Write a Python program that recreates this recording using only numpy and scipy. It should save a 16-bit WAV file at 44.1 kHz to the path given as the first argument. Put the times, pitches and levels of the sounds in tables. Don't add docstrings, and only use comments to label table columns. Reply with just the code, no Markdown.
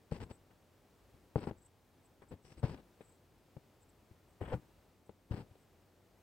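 import sys
import numpy as np
from scipy import signal
from scipy.fft import rfft, irfft, next_fast_len
from scipy.io import wavfile
from scipy.ndimage import map_coordinates

SR = 44100
rng = np.random.default_rng(int(sys.argv[2]) if len(sys.argv) > 2 else 0)


def unload_audio(sound):
    columns = np.transpose(np.atleast_2d(sound))
    steps = np.round(np.clip(columns, -1, 1) * 32767)
    wavfile.write(sys.argv[1], SR, steps.astype(np.int16))


N = 274302

# frequency in Hz, relative level in dB.
FIBRE_SPECTRUM = [(700, -3), (1500, -1), (2700, 3), (3700, -3), (5000, 0), (6400, -10.5), (8000, -1.5),
                  (10500, -6), (14500, -9)]
# frequency in Hz, left-right likeness (1 is mono).
CLOTH_LIKENESS = [(300, 0.99), (600, 0.97), (1200, 0.47), (2500, 0.18), (5000, 0.74)]


def plucks(crack_t60=0.024, thump_t60=0.039):
    # start in seconds, ring level in dB, thump level in dB, thump pitch in Hz.
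    pops = [(0.1199, -29, -24, 149), (0.237, -58, -38, 112), (0.3118, -45, -53, 138),
            (1.142, -60, -49, 113), (1.3583, -19, -18, 141), (1.381, -31, -37, 96), (1.4305, -46, -60, 110),
            (1.472, -27, -32.5, 170), (1.5109, -31.5, -37, 139), (2.2201, -47, -80, 151),
            (2.3189, -41, -31.5, 131), (2.6308, -31, -24.5, 147), (2.6393, -27.5, -17, 137),
            (2.708, -62, -32, 116), (3.0078, -41, -63, 102), (3.567, -42, -35.5, 141),
            (4.111, -56.5, -44, 110), (4.4146, -27.5, -26, 101), (4.5405, -30, -26.5, 134),
            (5.094, -38.5, -49, 111), (5.31, -55, -22.5, 103), (5.338, -40, -33, 101),
            (5.511, -60, -46, 119), (5.555, -53.5, -74, 100)]
    out, t = np.zeros((2, N)), np.arange(SR // 10) / SR
    fibres = fibre_noise(corner_hz=4100)
    for start, ring_db, thump_db, hz in pops:
        rise_s = 0.00079 * amp(0.36 * (thump_db - ring_db))
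        thump = np.sin(2 * np.pi * hz * t) * amp(-60 * t / thump_t60) * (1 - np.exp(-t / 0.00094))
        crack = piece(fibres, start, len(t) / SR) * amp(-60 * t / crack_t60) * (1 - np.exp(-t / rise_s))
        crack_db = -63.5 + 0.38 * (ring_db + 40)
        ring = cloth_ring(t, rise_s)
        add(out, start, amp(ring_db) * ring + amp(thump_db) * thump + amp(crack_db) * crack)
    low_cut = signal.butter(2, 48, "highpass", fs=SR)
    return signal.lfilter(*low_cut, out) * pan(6.3)


def cloth_ring(t, rise_s=0.00055, scatter_db=0.7, detune=0.061, skew_rad_per_hz=0.00025):
    # frequency in Hz, relative level in dB, time to fall 60 dB in seconds.
    modes = [(216.5, -0.5, 0.046), (322.4, -5, 0.064), (419, 4, 0.027), (481, 1.5, 0.022), (573, -1, 0.021),
             (761, 1, 0.019), (1070, -13, 0.022), (1400, -18, 0.027)]
    ring = 0
    for (hz, db, t60), (strength, tension, skew) in zip(modes, rng.standard_normal((len(modes), 3))):
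        spread = skew_rad_per_hz * hz * skew * np.array([[1], [-1]])
        phase = 2 * np.pi * hz * (1 + detune * tension) * t + spread
        ring = ring + amp(db + scatter_db * strength - 60 * t / t60) * np.sin(phase)
    ring = ring * (1 - np.exp(-t / rise_s))
    return ring / np.abs(ring).max()


def pulls(whisper_db=-13, hiss_db=-27, bite_db=-18):
    # start and length in seconds, rasp, boom and fizz levels in dB, fizz cut-off in Hz.
    draws = [(0.11, 0.066, -60.5, -53, -64.5, 6700), (0.199, 0.035, -56.5, -51, -63.5, 7200),
             (0.294, 0.019, -63, -62, -69, 9000), (.503, 0.018, -71, -78, -80, 3020),
             (1.355, 0.096, -57, -55, -64.5, 5200), (1.466, 0.024, -53.5, -50, -66.5, 5900),
             (2.215, 0.023, -66, -80, -68.5, 2106), (2.307, 0.023, -61.5, -49.5, -71.5, 4530),
             (2.444, 0.11, -76.5, -72, -75, 9000), (2.568, .026, -72, -59.5, -73.5, 6400),
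             (2.627, .12, -57, -50.5, -63, 5870), (2.768, 0.029, -68.5, -71, -73.5, 4340),
             (3.006, .005, -65, -82, -65, 3700), (4.407, 0.13, -53, -54.5, -62.5, 3290),
             (4.544, 0.021, -68.5, -49.5, -80, 2500), (5.305, .113, -57, -48.5, -64.5, 5000)]
    # centre and half-width in seconds, boost to the rasp in dB.
    tugs = [(1.432, 0.0039, 10.5), (2.52, 0.018, 7.5), (2.635, 0.019, 6), (2.699, 0.0074, 1.5),
            (4.495, 0.016, 5), (4.537, 0.017, 13), (5.33, .014, 1)]
    # frequency in Hz, relative level in dB.
    boom_spectrum = [(25, -34), (55, -4.5), (100, -3.5), (190, -7), (300, -11), (450, -16.5), (900, -54.5)]
    # frequency in Hz, relative level in dB.
    rasp_spectrum = [(150, -5.5), (330, -6), (480, -0.5), (680, -8), (850, -2.5), (1150, -12),
                     (1700, -15.5), (2600, -24.5), (4000, -45), (8000, -70)]
    friction = snags(rate=1400, spread_db=5.9, smooth=0.6) * amp(1.86 * wobble(130))
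    boom = stereo(friction, boom_spectrum, CLOTH_LIKENESS)
    rasp = stereo(friction, rasp_spectrum, CLOTH_LIKENESS)
    fizz = stereo(friction, FIBRE_SPECTRUM, CLOTH_LIKENESS)
    hiss = stereo(rng.standard_normal((2, N)), [(9000, -32), (14000, -5)], CLOTH_LIKENESS)
    bite = fibre_noise(corner_hz=7000)
    sheen = amp(whisper_db) * whisper(rubbing(), hz=8150) + amp(hiss_db) * hiss
    out, t = np.zeros((2, N)), np.arange(-SR // 10, SR // 2) / SR
    for start, length, rasp_db, boom_db, fizz_db, corner_hz in draws:
        onset = start + t[0]
        part = lambda sound: piece(sound, onset, len(t) / SR)
        tug_db = sum(db * np.exp(-((start + t - at) / width) ** 2) for at, width, db in tugs)
        running = stroke(t, length, stop_t60=0.091)
        ringing = stroke(t, length, stop_t60=0.14)
        strain = creep(t, length)
        fibres = amp(0.56 * tug_db) * (slowed(part(fizz), corner_hz) + part(sheen))
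        fibres += amp(bite_db + 1.7 * tug_db) * part(bite)
        add(out, onset, amp(boom_db + 0.68 * tug_db) * part(boom) * np.maximum(ringing, strain))
        add(out, onset, amp(rasp_db + tug_db) * part(rasp) * np.maximum(running, strain))
        add(out, onset, amp(fizz_db) * fibres * running)
    return out * pan(4.7)


def stroke(t, length, stop_t60, attack_s=0.0074, breakaway_db=4, breakaway_s=0.036, sag_db_per_s=13):
    running_db = breakaway_db * np.exp(-np.abs(t) / breakaway_s) - sag_db_per_s * t
    return np.clip(t / attack_s, 0, 1) * amp(running_db - 60 * np.maximum(t - length, 0) / stop_t60)


def creep(t, length, db=-12.5, tighten_t60=0.074, settle_t60=0.45):
    return amp(db - 60 * np.maximum(-t, 0) / tighten_t60 - 60 * np.maximum(t - length, 0) / settle_t60)


def snags(rate, spread_db, smooth):
    catches = np.cumsum(rate / SR * amp(4 * wobble(rate)))
    sizes = amp(spread_db * np.clip(rng.standard_normal(N), -1.5, 1.5))
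    ticks = np.diff(np.floor(catches), prepend=0) * sizes
    return unit(ticks * rng.choice([-1, 1], (2, N))) + smooth * rng.standard_normal((2, N))


def fibre_noise(corner_hz):
    return unit(dulled(stereo(rng.standard_normal((2, N)), FIBRE_SPECTRUM, CLOTH_LIKENESS), corner_hz))


def slowed(fizz, corner_hz, fast_thread_hz=4914):
    at = np.arange(fizz.shape[1])
    speed = min(1, corner_hz / fast_thread_hz)
    stretched = np.array([np.interp(at * speed, at, side) for side in fizz])
    return unit(dulled(stretched, corner_hz))


def stutters(jitter=0.04):
    # start in seconds, length in seconds, slips a second, level of a typical slip in dB.
    bursts = [(0.2118, .02, 420, -48), (4.521, .023, 495, -31)]
    croak, t = np.zeros((2, N)), np.arange(SR // 10) / SR
    for start, length, rate, db in bursts:
        ring = cloth_ring(t, detune=0.034)
        for delay in np.arange(0, length, 1 / rate):
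            late, size = rng.standard_normal(2)
            add(croak, start + delay + jitter * late / rate, amp(db + 0.72 * size) * ring)
    return croak * pan(2.6)


def slides():
    # start in seconds, length in seconds, level in dB, pitch in Hz.
    glides = [(0.12, 0.016, -69, 8140), (0.201, 0.058, -75, 8100), (0.297, 0.074, -73, 8030),
              (1.399, 0.081, -74.5, 8260), (1.56, 0.13, -76.5, 7850), (1.647, 0.02, -68, 8050),
              (2.026, 0.058, -78, 8100), (2.284, 0.037, -73.5, 7960), (2.418, 0.13, -80, 8160),
              (2.435, 0.11, -76, 5560), (2.578, 0.042, -72.5, 8270), (3.023, 0.14, -75, 7930),
              (3.804, .043, -76.5, 7900), (3.89, 0.016, -74, 7860), (4.282, 0.058, -82.5, 8160),
              (5.05, 0.055, -83, 8060), (5.576, .07, -84, 8100)]
    out, rub = np.zeros((2, N)), rubbing()
    for start, length, db, hz in glides:
        sound = whisper(piece(rub, start, length), hz)
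        swell = np.sin(np.linspace(0, np.pi, sound.shape[1])).clip(0) ** 0.25
        add(out, start, amp(db) * sound * swell)
    return out * pan(1.7)


def whisper(rub, hz, width_hz=700):
    band = signal.butter(2, [hz - width_hz / 2, hz + width_hz / 2], "bandpass", fs=SR)
    return unit(signal.lfilter(*band, rub))


def rubbing(flutter_db=3.5):
    friction = snags(rate=3000, spread_db=2.9, smooth=0.84)
    return stereo(friction, spectrum=[(1000, 0)], likeness=[(8000, 0.43)]) * amp(flutter_db * wobble(90))


def room(air_db=-68, hum_db=-76, hum_hz=91.7):
    # frequency in Hz, relative level in dB.
    air_spectrum = [(27, -41), (38, -12.5), (50, 2), (66, -9), (90, -1.5), (130, -6.5), (370, -8),
                    (800, -14.5), (1600, -22), (4000, -27.5), (7000, -31.5), (8000, -31), (10500, -35),
                    (15000, -32.5)]
    # frequency in Hz, left-right likeness (1 is mono).
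    air_likeness = [(60, 0.88), (180, 0.9), (550, 0.86), (1650, 0.81), (4970, 0.7), (15000, 1)]
    air = stereo(rng.standard_normal((2, N)), air_spectrum, air_likeness) * amp(0.73 * wobble(3.39))
    hum_gain = amp(hum_db + 3 * wobble(11))
    hum = np.sin(2 * np.pi * hum_hz * np.arange(N) / SR + 1.1 * wobble(19))
    return amp(air_db) * air * pan(1.1) + hum_gain * hum


def amp(db):
    return 10 ** (np.asarray(db) / 20)


def unit(x):
    return x / np.sqrt(np.mean(x ** 2) + 1e-20)


def along(points, hz):
    freqs, values = np.transpose(points)
    return np.interp(np.log(hz + 1), np.log(freqs), values)


def filtered(x, response):
    size = next_fast_len(N + SR // 2)
    return irfft(rfft(x, size) * response(np.fft.rfftfreq(size, 1 / SR)), size)[..., :N]


def dulled(x, corner_hz):
    return signal.sosfilt(signal.butter(6, corner_hz, fs=SR, output="sos"), x)


def wobble(rate):
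    knots = rng.standard_normal(int(N * rate / SR) + 4)
    fine = map_coordinates(knots, [np.arange(0, len(knots) - 1, 1 / 8)])
    return np.interp(np.arange(N) * rate / SR, np.arange(len(fine)) / 8, fine)


def pan(left_db):
    return amp(np.array([[left_db], [-left_db]]) / 2)


def stereo(pair, spectrum, likeness):
    def response(hz):
        width = np.arccos(np.clip(along(likeness, hz), -1, 1)) / 2
        return amp(along(spectrum, hz)) * [np.cos(width), np.sin(width)]
    mid, side = filtered(pair, response)
    return unit(np.array([mid + side, mid - side]))


def piece(sound, start, length):
    return sound[:, round(start * SR):][:, :round(length * SR)]


def add(track, start, sound):
    part = track[..., round(start * SR):][..., :sound.shape[-1]]
    part += sound[..., :part.shape[-1]]


def scene(lead_s=0.000055):
    left_first = lambda hz: np.exp(1j * np.pi * hz * lead_s * np.array([[1], [-1]]))
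    cloth = filtered(plucks() + pulls() + stutters(), left_first)
    return cloth + slides() + room()


def record(dry):
    return filtered(dry, lambda hz: hz < 15850)


dry = scene()
out = record(dry)
unload_audio(out)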